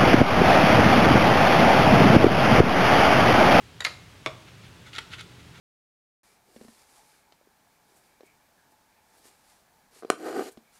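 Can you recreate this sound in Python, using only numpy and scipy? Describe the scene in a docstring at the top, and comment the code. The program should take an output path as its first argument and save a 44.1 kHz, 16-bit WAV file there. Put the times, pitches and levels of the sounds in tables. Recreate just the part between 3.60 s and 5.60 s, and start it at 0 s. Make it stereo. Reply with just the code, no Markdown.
"""A small plastic dish rings in its damped modes as steel tongs deliver a larva, close by in a quiet room.
The tongs graze the wall and tap the rim; then something knocks the tub that holds the dish,
and tub and table thump. Each impact is a click, a dense rattle and a few decaying partials.
The larva scrapes the dish floor by stick-slip friction and flicks against it.
Tub walls and room reflect these sounds over steady air noise and a low mains hum."""
import sys
import numpy as np
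from scipy import signal
from scipy.fft import rfft, irfft
from scipy.io import wavfile

SR = 44100
rng = np.random.default_rng(int(sys.argv[2]) if len(sys.argv) > 2 else 0)


def dump_mix(stems):
    """Bounce the given channels to the path in sys.argv[1] as a 16-bit WAV at rate SR."""
    frames = np.atleast_2d(stems).T  # one column per channel
    limited = np.clip(frames, -1, 1)  # hard clip at full scale
    pcm = np.round(limited * 32767).astype(np.int16)
    wavfile.write(sys.argv[1], SR, pcm)


N = 88200
HZ = np.fft.rfftfreq(N, 1 / SR)

# spectrum of the room air (f/Hz, relative density/dB)
AIR_SPECTRUM = [(12, -57), (20, -27), (39, -10), (123, 0), (145, -9), (167, -2), (197, -11), (419, -13),
                (456, -17), (797, -20), (866, -18), (1890, -20), (3130, -20), (10400, -35), (15800, -43)]
# left-right coherence of the air and of scattered sound (f/Hz, coherence/1)
AIR_COHERENCE = [(40, 0.72), (110, 0.99), (200, 0.43), (380, 0.22), (700, 0.33), (1300, 0.26), (2400, 0.32),
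                 (4400, .23), (8000, 0.38), (15000, 0.31)]
SCATTER_COHERENCE = [(100, 0.5), (500, 0.91), (2000, 0.91), (4000, 0.71), (8000, -.2), (15000, -.2)]
# bands that colour an impact (f/Hz)
BAND_HZ = [600, 2000, 4000, 9000]
# impacts on wall, rim, tub and dish floor (t/s, level/dB, then gain/dB at each of BAND_HZ)
WALL_HITS = [(.2048, -26.5, -6, 0, -5, 4), (.2066, -25.5, 0.5, -8, 7, 3.5), (.2078, -40, -6, 1, 4, 2),
             (.2178, -34, 10.5, 2, -3, 5), (.2230, -38, 2, 5, 0, 1), (.2432, -34.5, -11, 2, 0, 15)]
RIM_HITS = [(.2488, -11, -14.5, -5.5, -1, 1.5), (.2516, -22, 7, 8.5, 6, 6), (.2642, -28, 1, -9.5, -3, 10),
            (.2673, -23, 10.5, -2, 3, -14), (.2705, -31, 7.5, 7.5, -16, -26)]
TUB_HITS = [(.6611, -15.5, -1.5, 2, -2.5, 0.5), (.6718, -26, 4, -3.5, 3.5, -15)]
FLOOR_HITS = [(1.3315, -40, -7, 5, 5, -3), (1.3511, -35, -36, -2, 6, 5), (1.3612, -36.5, -17, -11, 14, 4),
              (1.3827, -21.5, 5.5, 0.5, 1, -4.5), (1.3873, -21, 0, 1, -6, 3), (1.535, -37, 8, 5.5, 4.5, -8),
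              (1.609, -37.5, -3, 0, 3, 11.5)]
# normal modes of each surface (f/Hz, level/dB, T60/s)
WALL_MODES = [(666, -27, 0.042), (1450, -15, 0.084), (1930, -5, 0.047), (2990, -11, .025),
              (3787, -3.5, 0.031), (4620, -15, 0.047), (6500, -23, 0.011), (7200, -9, 0.014),
              (11200, -24, 0.017)]
RIM_MODES = [(720, -22, 0.055), (1260, -23, 0.085), (1740, -22, .035), (2178, 1, 0.02), (2960, -21, 0.018),
             (3834, -9, 0.016), (4100, -7.5, 0.0099), (4470, -16.5, 0.056), (4745, -19, 0.051),
             (5450, -14.5, 0.017), (6600, -16, 0.01), (10700, -24.5, 0.019)]
TUB_MODES = [(335, -14.5, 0.074), (435, -18.5, 0.1), (643, -13, 0.058), (1086, -14, 0.064),
             (1267, -11.5, 0.029), (1357, -12, 0.052), (2160, -4.5, 0.014), (2385, 0.5, 0.0083),
             (3370, -23, .07), (3510, -2.5, 0.014), (4800, -37, 0.026), (5460, -15.5, 0.025)]
FLOOR_MODES = [(905, -24.5, 0.056), (1344, -12, 0.031), (1419, -6, 0.02), (1890, -26.5, .025),
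               (2254, -20, 0.044), (2580, -14.5, .03), (3224, -14.5, 0.042), (3620, -4.5, 0.012),
               (4120, -29, 0.022), (10240, -28, 0.026)]
# spectra of the crack: crowded, quickly damped modes (f/Hz, relative density/dB)
RIM_SPECTRUM = [(30, -35), (150, -20), (400, -6), (700, 0), (1700, 5.5), (4300, -5.5), (6000, -10),
                (8500, -18), (11000, -18.5), (16000, -39)]
TUB_SPECTRUM = [(30, -31), (100, -16), (300, 1), (600, 6), (850, 4), (1300, 3), (1700, -1.5), (2400, -3.5),
                (4000, -7.5), (8000, -16), (16000, -40)]
FLOOR_SPECTRUM = [(30, -31), (350, -13), (600, -17), (1100, -9.5), (1400, 1), (2700, -0.5), (3800, -2.5),
                  (5000, -9.5), (7500, -13.5), (9000, -21.5), (11000, -18.5), (13000, -35), (16000, -43)]
# low modes of tub and table (t/s, f/Hz, level/dB, rise/s, T60/s)
THUMP_MODES = [(.662, 134, -35, 0.009, 0.22), (.664, 89, -48, 0.0055, 0.11), (0.691, 57.7, -42, .02, 0.21)]
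# slides of the larva's body (centre t/s, half-width/s, level/dB)
SLIDES = [(0.882, 0.013, -52.5), (1.05, .022, -52), (1.275, 0.018, -47.5), (1.337, 0.0064, -42),
          (1.366, 0.025, -42.5), (1.532, 0.021, -40), (1.592, 0.011, -40.5), (1.609, 0.0078, -43),
          (1.799, 0.01, -52.5), (1.968, 0.026, -52)]
# spectrum of the reflections (f/Hz, relative level/dB)
ECHO_SPECTRUM = [(150, -1), (600, 3), (2000, -3), (4500, 0), (8000, -1), (15000, -5.5)]

# strength and decay of each crack (level/dB, T60/s, click over rattle/dB)
WALL_SNAP, RIM_SNAP = (14.2, 0.024, -10), (11.54, 0.051, -1)
TUB_SNAP, FLOOR_SNAP = (12.3, 0.043, -3), (14.2, 0.018, -6.8)


def amp(db):
    """Amplitude grows tenfold for every 20 dB."""
    return 10 ** (np.asarray(db) / 20)


def unit_rms(x):
    """Division by the rms gives unit mean power."""
    return x / np.sqrt(np.mean(x ** 2) + 1e-20)


def curve(points, hz=HZ):
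    """Interpolation on a logarithmic frequency axis."""
    f, value = np.transpose(points)
    return np.interp(np.log(hz + 1), np.log(f + 1), value)


def pan(db):
    """Interchannel level difference: left exceeds right by db."""
    return amp(np.array([[db], [-db]]) / 2)


def add(mix, start_s, sound):
    """Superposition: a stereo sound adds linearly to the mix."""
    part = mix[:, round(start_s * SR):][:, :sound.shape[1]]
    part += sound[:, :part.shape[1]]


def convolve(x, response):
    """A linear system convolves each channel with its impulse response."""
    return signal.fftconvolve(np.atleast_2d(x), np.atleast_2d(response), axes=1)[:, :N]


def noise(spectrum, coherence):
    """Partly coherent stereo noise: the balance of mid and side power sets the coherence."""
    mid, side = rfft(rng.standard_normal((2, N)))
    shared = np.clip(curve(coherence), -1, 1)
    mid, side = mid * np.sqrt(1 + shared), side * np.sqrt(1 - shared)
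    return unit_rms(irfft(np.array([mid + side, mid - side]) * amp(curve(spectrum)), N))


def minimum_phase(points, size=2048):
    """A causal impulse response: its phase follows from the Hilbert transform of the log gain."""
    log_gain = np.log(amp(curve(points, abs(np.fft.fftfreq(size, 1 / SR)))))
    response = np.exp(np.conj(signal.hilbert(log_gain)))
    return np.fft.ifft(response).real[:size // 2]


def room_air(air_db=-48.5, hum_hz=120, hum_db=-66.5, waver_hz=8, waver_depth=0.33):
    """Stationary room noise with a mains hum under slow random amplitude modulation."""
    waver = unit_rms(irfft(rfft(rng.standard_normal(N)) * np.exp(-(HZ / waver_hz) ** 2), N))
    hum = unit_rms((1 + waver_depth * waver) * np.sin(2 * np.pi * hum_hz * np.arange(N) / SR))
    return pan(0.35) * (amp(air_db) * noise(AIR_SPECTRUM, AIR_COHERENCE) + amp(hum_db) * hum)


def plastic_ring(modes, spectrum, snap, contact_s=0.00015, rattle_rise_s=0.00067):
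    """Free vibration of struck plastic: sparse modes ring as tones, crowded ones merge into a crack."""
    crack_db, rattle_t60, click_db = snap
    t = np.arange(SR // 3) / SR
    tones = sum((-1) ** k * amp(db - 60 * t / t60) * np.sin(2 * np.pi * hz * t)
                for k, (hz, db, t60) in enumerate(modes))
    white = noise([(20, 0), (20000, 0)], SCATTER_COHERENCE)[:, :len(t)]
    rattle = white * amp(-60 * t / rattle_t60) * (1 - np.exp(-t / rattle_rise_s))
    click = amp(click_db) * (t == 0)
    shape = minimum_phase(spectrum)
    crack = convolve(rattle / np.linalg.norm(rattle[0]) + click, shape / np.linalg.norm(shape))
    return tones * (1 - np.exp(-t / contact_s)) + amp(crack_db) * crack[:, :len(t)]


def impacts(hits, modes, spectrum, snap):
    """Impulsive excitation of one surface: where and how a blow lands weights its spectrum."""
    out = np.zeros((2, N))
    for start_s, db, *band_db in hits:
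        colour = minimum_phase(list(zip(BAND_HZ, band_db)))
        add(out, start_s, amp(db) * convolve(plastic_ring(modes, spectrum, snap), colour))
    return out


def tong_taps():
    """Steel tips excite the modes of the dish by impact, grazing its wall and tapping its rim."""
    grazes = impacts(WALL_HITS, WALL_MODES, RIM_SPECTRUM, WALL_SNAP)
    return grazes + impacts(RIM_HITS, RIM_MODES, RIM_SPECTRUM, RIM_SNAP)


def echo_tail(t60, treble_t60, delay_s):
    """Diffuse reflections decay exponentially, with t60 below 4 kHz and treble_t60 above 12 kHz."""
    hz, t, bands = signal.stft(noise(ECHO_SPECTRUM, SCATTER_COHERENCE), SR, nperseg=256)
    band_t60 = np.interp(hz, [4000, 12000], [t60, treble_t60])
    echoes = signal.istft(bands * amp(-60 * t / band_t60[:, None]), SR, nperseg=256)[1][:, :SR // 2]
    return np.pad(echoes / np.linalg.norm(echoes[0]), ((0, 0), (round(delay_s * SR), 0)))


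def propagate(x, left_lag_s=0.000018, walls_db=-14.5, room_db=-11.5):
    """Multipath propagation: direct sound, early reflections from the tub walls, then the room."""
    late_left = irfft(rfft(x[0]) * np.exp(-2j * np.pi * HZ * left_lag_s), N)
    direct = pan(0.3) * np.array([late_left, x[1]])
    walls = amp(walls_db) * convolve(x, echo_tail(t60=0.097, treble_t60=0.097, delay_s=0.006))
    room = amp(room_db) * convolve(x, echo_tail(t60=0.38, treble_t60=0.49, delay_s=0.013))
    return direct + pan(0.7) * (walls + room)


def tub_knock():
    """Two impacts in quick succession set the tub into damped free vibration."""
    return impacts(TUB_HITS, TUB_MODES, TUB_SPECTRUM, TUB_SNAP)


def table_thump():
    """Low resonances of tub and table build up after the knock and decay exponentially."""
    t, out = np.arange(SR // 2) / SR, np.zeros((2, N))
    for start_s, hz, db, rise_s, t60 in THUMP_MODES:
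        envelope = amp(db - 60 * t / t60) * (1 - np.exp(-t / rise_s))
        add(out, start_s, pan(0) * envelope * np.sin(2 * np.pi * hz * t))
    return out


def larva_scrapes(slips_per_s=2100, slip_spread_db=2, spots=4, detune=0.059):
    """Stick-slip friction: swells of tiny slips ring the dish floor, each spot at its own pitch."""
    t, out = np.arange(N) / SR, np.zeros((2, N))
    pressure = sum(amp(db) * np.exp(-((t - centre) / width) ** 2) for centre, width, db in SLIDES)
    for _ in range(spots):
        slips = (rng.random(N) < slips_per_s / spots / SR) * rng.choice([-1, 1], N)
        strength = amp(slip_spread_db * rng.standard_normal(N).clip(-2, 2))
        modes = [(hz * (1 + detune * rng.uniform(-1, 1)), db, t60) for hz, db, t60 in FLOOR_MODES]
        response = plastic_ring(modes, FLOOR_SPECTRUM, FLOOR_SNAP)
        out += convolve(unit_rms(slips * strength) * pressure, response / np.linalg.norm(response[0]))
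    return out / np.sqrt(spots)  # incoherent sources add in power


def larva_flicks():
    """Each flick of the larva is an impulse that excites the modes of the dish floor."""
    return impacts(FLOOR_HITS, FLOOR_MODES, FLOOR_SPECTRUM, FLOOR_SNAP)


def scene():
    """Superposition of the contact sounds and their reflections, the thump and the room air."""
    contacts = tong_taps() + tub_knock() + larva_flicks() + larva_scrapes()
    return propagate(contacts) + table_thump() + room_air()


def record(dry, low_cut_hz=53, band_limit_hz=15950):
    """Band limiting: the microphone acts as a high-pass filter, the recorder as a low-pass."""
    highpass = signal.butter(2, low_cut_hz, "highpass", fs=SR, output="sos")
    lowpass = signal.firwin(511, band_limit_hz, window=("kaiser", 9), fs=SR)
    return signal.oaconvolve(signal.sosfilt(highpass, dry), lowpass[None], "same")


dry = scene()
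out = record(dry)
dump_mix(out)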